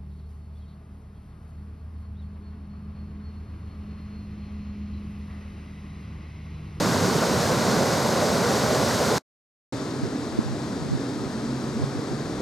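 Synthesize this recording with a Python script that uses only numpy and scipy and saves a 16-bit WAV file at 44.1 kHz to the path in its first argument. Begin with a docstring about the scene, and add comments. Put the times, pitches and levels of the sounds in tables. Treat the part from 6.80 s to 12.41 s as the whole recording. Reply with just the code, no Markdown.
"""Leaking canal lock, near and far

Water pours through the gates of a stone lock: the jet drags air under in a glugging rumble, bubbles
churn and boil up, and spray fizzes on the foam. It stops dead. After half a second of silence the rush
is heard from far off, dull, hollow and a little to the left, while puffs of wind buffet the microphone."""
import sys
import numpy as np
from scipy import signal
from scipy.fft import rfft, irfft, next_fast_len
from scipy.io import wavfile

SR = 44100
rng = np.random.default_rng(int(sys.argv[2]) if len(sys.argv) > 2 else 0)


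def inscribe(sig):
    """Save sig as 16-bit PCM at rate SR to the path in sys.argv[1].

    A 1-D sig is mono; a 2-D sig holds one channel per row.
    Samples are clipped to [-1, 1] before scaling.
    """
    pcm = np.round(np.clip(np.atleast_2d(sig).T, -1, 1) * 32767)
    wavfile.write(sys.argv[1], SR, pcm.astype(np.int16))


N = 247401
TIME = np.arange(N) / SR
HZ = np.maximum(np.fft.rfftfreq(next_fast_len(N), 1 / SR), 1)
LOCK_END_S, FAR_START_S = 2.3823, 2.9243


# tone of the rumble: freq_hz, level_db
PLUNGE_TONE = [(20, -41.5), (48, -23.5), (65, -9.5), (88, -4), (130, 0), (180, 0.5), (250, 1.5), (280, -3),
               (330, -7.5)]
# heavier gulps of air and the slack between them: centre_s, lift_db
PLUNGE_GULPS = [(0.02, 1), (0.46, -4), (0.54, 1.5), (0.62, -2.5), (0.83, -2.5), (1.06, 1), (1.2, -3.5),
                (1.35, 0), (1.66, -1), (1.99, 1.5), (2.25, -1)]

def plunge(level_db=-25.5, slope_db_per_s=-1, heave_db=0.44):
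    """The jet drives big air pockets under in gulps; their rumble slowly eases."""
    fader_db = level_db + slope_db_per_s * TIME + swells(PLUNGE_GULPS, half_s=0.031)
    return from_db(fader_db - heave_db * drift(2.6)) * coloured(wash(), PLUNGE_TONE)


# tone of the churn: freq_hz, level_db
CHURN_TONE = [(330, 1), (400, 2), (560, 0), (860, -5), (1000, -3), (1160, -4.5), (1260, -8.5), (1470, -5),
              (1730, -12), (2000, -12), (2400, -16.5), (2800, -21)]
# bursts of bubbles, in full in the boil and in part in the churn: centre_s, lift_db
BUBBLE_BURSTS = [(0.425, 10), (0.72, 2), (1.44, 0), (2.32, 2)]

def churn(level_db=-25.5, bubble_db=-4, burst_share=0.21, surge_db=0.17):
    """Splashes and smaller bubbles merge into a steady midrange froth."""
    froth = wash() + from_db(bubble_db) * bubbles(5000, band_hz=(298.6, 3104), cycles=12.8, size_db=1)
    fader_db = level_db + burst_share * swells(BUBBLE_BURSTS, half_s=0.016) + surge_db * drift(4.2)
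    return from_db(fader_db) * coloured(froth, CHURN_TONE)


# tone of the gurgle: freq_hz, level_db
BOIL_TONE = [(330, -10), (450, -1), (530, 0), (610, 1), (700, -2), (850, -7.5)]
# long hollow upwellings: centre_s, lift_db
BOIL_UPWELLINGS = [(1.04, 2.5), (1.46, 2), (1.67, 1), (1.93, 3), (2.31, 0.5)]

def boil(level_db=-30.5, crest_s=1.35, rise_db_per_s=5.5):
    """Bubbles boil up at the foot of the gates; the gurgle builds to a crest and holds."""
    fader_db = level_db - rise_db_per_s * np.maximum(crest_s - TIME, 0)
    lift_db = swells(BOIL_UPWELLINGS, half_s=0.085) + swells(BUBBLE_BURSTS, half_s=0.016)
    gurgle = bubbles(4000, band_hz=(353, 868), cycles=10, size_db=0, pitches=8)
    return from_db(fader_db + lift_db) * coloured(gurgle, BOIL_TONE)


# tone of the spray: freq_hz, level_db
SPRAY_TONE = [(2800, -3.5), (3400, -4), (3900, -1), (4700, -1), (6400, -3), (7700, -7.5), (8600, -8.5),
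              (9500, -14.5), (11000, -13), (13500, -18), (14800, -17.5), (15600, -26)]
# the spray grows as the foam spreads: time_s, level_db
SPRAY_FADER = [(0.0, -32), (1.4, -32.5), (2.37, -31)]

def spray(droplet_db=-5, flutter_db=0.34):
    """Droplets land on the foam in a bright fizz."""
    fizz = wash() + from_db(droplet_db) * bubbles(9000, band_hz=(2480, 15050), cycles=7.6, size_db=2.5)
    fader_db = np.interp(TIME, *np.transpose(SPRAY_FADER)) + flutter_db * drift(12)
    return from_db(fader_db) * coloured(fizz, SPRAY_TONE)


# single glugs: centre_s, pitch_hz, peak_db, half_length_s
GATE_GLUGS = [(0.194, 96, -24.5, .04), (0.268, 187, -24, .05), (0.288, 385, -21.5, 0.011),
              (0.365, 164, -20, .016), (0.557, 490, -22, 0.024), (0.665, 101, -28, 0.027),
              (0.714, 497, -22, .009), (0.718, 158, -25, 0.027), (0.883, 186, -22.5, .017),
              (1.003, 178, -28, 0.067), (1.006, 533, -26, .035), (1.439, 598, -20, 0.013),
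              (1.467, 535, -27.5, 0.05), (1.661, 481, -26.5, .04), (1.919, 474, -26, .014),
              (2.321, 453, -22, 0.0072)]

def glugs():
    """Large air pockets ring at the gates, bending up in pitch."""
    return air_pockets(GATE_GLUGS, rise_per_s=0.68)


# stereo image at the lock: freq_hz, coherence
NEAR_COHERENCE = [(30, 0.74), (70, 0.8), (130, 0.97), (500, 1), (1000, 0.95), (2400, 0.84), (3000, 0.92),
                  (5000, .91), (7000, 1), (9500, 0.74), (11300, 0.77), (12800, 1)]
# freq_hz, left_over_right_db
NEAR_PAN = [(60, -2), (130, -2.5), (350, -3), (600, -1), (1000, 2), (1500, 0.2), (2250, 2), (3500, 0),
            (7500, 0), (10500, -1.5), (13000, 0)]
# freq_hz, left_lead_rad
NEAR_PHASE = [(90, -0.25), (250, -0.048), (750, 0.5), (1100, .16), (2000, .2), (2600, 0.021), (15000, 0)]

def lock_fall():
    """The falling water close up, spread in stereo."""
    return spread(plunge() + churn() + boil() + spray() + glugs(), NEAR_COHERENCE, NEAR_PAN, NEAR_PHASE)


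# tone of the far roar: freq_hz, level_db
ROAR_TONE = [(20, -11), (47, -24), (62, -3), (108, -2), (135, 1.5), (172, 0.5), (220, 5.5), (285, 3),
             (350, 1), (390, 2), (455, .5), (560, -5.5)]
# hollow resonances: pitch_hz, width_hz, lift_db
ROAR_MODES = [(131, 21, 5), (296, 41, 2.5), (256, 19, 1.5)]
# surges and lulls: centre_s, lift_db
ROAR_SURGES = [(2.94, 3), (3.06, -0.5), (3.27, 3), (3.53, -1.5), (3.68, -2.5), (3.97, 1), (4.13, -4.5),
               (4.32, 0.5), (4.52, -0.5), (4.77, -2), (5.22, 1), (5.34, 3), (5.43, -2), (5.6, 0.5)]

def roar(level_db=-31.5, slope_db_per_s=0.5, heave_db=0.2):
    """Distance merges the splashes into a dull, hollow, surging roar that slowly fills out."""
    fader_db = level_db + slope_db_per_s * (TIME - FAR_START_S) + swells(ROAR_SURGES, half_s=0.032)
    return from_db(fader_db + heave_db * drift(1.3)) * coloured(resonant(wash(), ROAR_MODES), ROAR_TONE)


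# tone of the far hiss: freq_hz, level_db
HISS_TONE = [(560, -1), (840, -5), (1000, -5.5), (1420, -8.5), (2000, -14), (2550, -19), (2900, -21.5),
             (3350, -18.5), (3750, -16), (4750, -15.5), (7800, -22.5), (9600, -25.5), (11400, -33.5),
             (14200, -37), (15000, -54)]
# its level ride: time_s, level_db
HISS_FADER = [(2.94, -37.5), (3.35, -38.5), (3.7, -39), (4.6, -39), (5.6, -38.5)]

def hiss(waver_db=0.23):
    """The soft top of the far splashes wavers in the moving air."""
    fader_db = np.interp(TIME, *np.transpose(HISS_FADER)) + waver_db * drift(6.1)
    return from_db(fader_db) * coloured(wash(), HISS_TONE)


# single booms: centre_s, pitch_hz, peak_db, half_length_s
FAR_BOOMS = [(2.976, 279, -32, 0.081), (3.17, 137, -35.5, 0.024), (3.341, 256.5, -31.5, 0.086),
             (3.38, 288, -30, 0.088), (3.602, 223, -23.5, 0.014), (3.713, 133.6, -32, 0.055),
             (3.96, 280, -30, 0.02), (4.024, 166, -30, 0.034), (4.15, 135, -31, 0.029),
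             (4.217, 274, -26.5, 0.032), (4.284, 255, -26, 0.021), (4.35, 287, -31.5, 0.043),
             (4.451, 391, -32.5, 0.026), (4.632, 286, -35, 0.088), (4.688, 231, -29.5, 0.048),
             (4.722, 133.5, -29.5, 0.064), (4.843, 223, -26, 0.02), (4.89, 134.6, -30.5, 0.045),
             (4.97, 225, -27, 0.033), (5.002, 286, -34.5, 0.096), (5.077, 136, -25, 0.021),
             (5.35, 139, -29.5, 0.029), (5.539, 295, -32.5, 0.058)]

def booms():
    """Air pockets ring low inside the far roar."""
    return air_pockets(FAR_BOOMS, rise_per_s=0.16)


# stereo image far off: freq_hz, coherence
FAR_COHERENCE = [(40, 0.22), (130, 0.99), (280, 1), (500, 0.89), (900, 0.94), (2000, 0.82), (3000, 0.47),
                 (4500, 0.79), (7000, 0.97), (9000, 0.47), (14000, 0.33)]
# freq_hz, left_over_right_db
FAR_PAN = [(100, -0.7), (650, -0.5), (1100, 5.0), (4000, 5.5), (6500, 4), (8000, -.5), (10000, -2),
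           (14000, 1)]
# freq_hz, left_lead_rad
FAR_PHASE = [(120, 0.03), (450, 0.14), (900, 0.93), (1300, 0.69), (4000, 0.3), (5700, 1), (6700, 0.9),
             (8000, 0.84), (10000, 2.6)]

def far_rush():
    """The same water from a distance, sitting a little to the left."""
    return spread(roar() + hiss() + booms(), FAR_COHERENCE, FAR_PAN, FAR_PHASE)


# tone of the turbulence: freq_hz, level_db
WIND_TONE = [(20, -22), (45, -14), (65, -7), (110, 6), (170, -7), (260, -9), (420, -22), (900, -32),
             (2500, -55)]
# puffs out of a light breeze: peak_s, level_db
WIND_PUFFS = [(3.24, -27), (3.58, -25), (3.68, -27), (3.73, -31), (4.06, -25), (4.135, -21), (4.41, -33),
              (4.47, -34), (5.0, -30), (5.17, -29), (5.32, -36)]
# single eddies that thump: centre_s, level_db, pitch_hz
WIND_EDDIES = [(3.237, -14, 150), (3.591, -3, 219), (3.687, -21, 150), (4.121, -12, 160), (4.132, -12, 300),
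               (4.138, -14, 140), (4.154, -13, 110), (5.022, -14, 95), (5.04, -10, 135), (5.316, -19, 150)]

def wind(breeze_db=-46, rise_db_per_s=240, fall_db_per_s=260, left_db=-5, right_db=-1):
    """Puffs and eddies press unequally on the microphone's two ports, swinging them in opposite senses."""
    gust_db = breeze_db
    for peak_s, level_db in WIND_PUFFS:
        drop_db = np.maximum(rise_db_per_s * (peak_s - TIME), fall_db_per_s * (TIME - peak_s))
        gust_db = np.maximum(gust_db, level_db - drop_db)
    pressure = from_db(gust_db) * coloured(rng.standard_normal(N), WIND_TONE)
    for centre_s, level_db, hz in WIND_EDDIES:
        passing = (np.pi * hz * (TIME - centre_s)) ** 2
        pressure += from_db(level_db) * (1 - 2 * passing) * np.exp(-passing)   # core and opposite flanks
    return np.array([-from_db(left_db) * pressure, from_db(right_db) * pressure])


def wash():
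    """Three noise voices of countless merged splashes."""
    return rng.standard_normal((3, N))


def bubbles(per_s, band_hz, cycles, size_db, pitches=16):
    """Three voices of bubbles, born at random, each ringing a few cycles at the pitch of its size."""
    out = np.zeros((3, N))
    for hz in np.geomspace(*band_hz, pitches):
        chance = rng.random((3, N)) * SR * pitches / per_s
        born = chance < 1
        sizes = np.minimum(-np.log(chance[born] + 1e-12), 5)   # big ones are exponentially rarer
        clicks = np.full((3, N), 1e-18)
        clicks[born] = from_db(size_db * sizes)
        decay = from_db(-60 * hz / (cycles * SR))
        poles = [1, -2 * decay * np.cos(2 * np.pi * hz / SR), decay ** 2]
        out += np.sqrt(hz) * rms_one(signal.lfilter([1, 0, -1], poles, clicks))   # even power per Hz
    return rms_one(out)


def air_pockets(rows, rise_per_s):
    """Each pocket swells, rings and fades, its pitch climbing as it nears the surface; direct voice only."""
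    out = np.zeros((3, N))
    for (centre_s, hz, peak_db, half_s), phase in zip(rows, rng.random(len(rows))):
        age = TIME - centre_s
        turns = phase + hz * age * (1 + .5 * rise_per_s * age)
        out[0] += from_db(peak_db) * np.exp(-(age / half_s) ** 2) * np.sin(2 * np.pi * turns)
    return out


def resonant(voices, modes, wander_db=2, wander_s=0.00201):
    """Boost narrow bands that each swell and fade; a wavering delay bends their pitch."""
    lifted = voices.copy()
    for hz, width_hz, lift_db in modes:
        band = filtered(voices, (from_db(lift_db) - 1) / (1 + 2j * (HZ - hz) / width_hz))
        lifted += from_db(wander_db * drift(5.6)) * band
    bent_time = TIME + wander_s * drift(2.46)
    return np.array([np.interp(bent_time, TIME, voice) for voice in lifted])


def spread(voices, coherence, pan, phase):
    """One direct voice reaches both ears, two scattered voices one ear each."""
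    alike = np.clip(per_hz(coherence), 0, .995)
    sides = np.array([[1], [-1]])
    direct = filtered(voices[0], np.sqrt(alike) * np.exp(.5j * sides * per_hz(phase)))
    scattered = filtered(voices[1:], np.sqrt(1 - alike))
    return filtered(direct + scattered, from_db(sides * per_hz(pan) / 2))


def swells(rows, half_s):
    """Lift in dB from bell-shaped swells of one length."""
    return sum(lift_db * np.exp(-((TIME - centre_s) / half_s) ** 2) for centre_s, lift_db in rows)


def drift(rate_hz):
    """Slow random modulation at unit power."""
    return rms_one(filtered(rng.standard_normal(N), 1 / (1 + (HZ / rate_hz) ** 2)))


def coloured(x, tone):
    """EQ to a tone curve, rolled off past its ends, at unit power."""
    skirts = 1 / np.sqrt((1 + (HZ / tone[-1][0]) ** 8) * (1 + (tone[0][0] / HZ) ** 8))
    return rms_one(filtered(x, from_db(per_hz(tone)) * skirts))


def filtered(x, response):
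    """Pass a signal through a frequency response."""
    size = next_fast_len(N)
    return irfft(rfft(x, size) * response, size)[..., :N]


def per_hz(points):
    """A table read along a log-frequency axis."""
    hz, value = np.transpose(points)
    return np.interp(np.log(HZ), np.log(hz), value)


def rms_one(x):
    """Scale to unit power."""
    return x / np.sqrt(np.mean(x ** 2) + 1e-20)


def from_db(db):
    """Decibels to gain."""
    return 10 ** (np.asarray(db) / 20)


def scene(tail_db=-18, tail_db_per_s=750, tail_s=0.039, fade_s=0.001):
    """The lock stops dead with a brief faint tail; after the silence come the far rush and the wind."""
    after = TIME - LOCK_END_S
    tail = from_db(tail_db - tail_db_per_s * np.clip(after, 0, .5))
    tail *= np.clip((tail_s - after) / fade_s, 0, 1)
    at_lock = np.maximum(np.clip(.5 - after / fade_s, 0, 1), tail)
    far_off = np.clip(.5 + (TIME - FAR_START_S) / fade_s, 0, 1)
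    return at_lock * lock_fall() + far_off * (far_rush() + wind())


def record(dry, cutoff_hz=15700):
    """A steep low-pass takes off the very top."""
    return signal.sosfilt(signal.ellip(10, .1, 80, cutoff_hz, fs=SR, output="sos"), dry)


dry = scene()
out = record(dry)
inscribe(out)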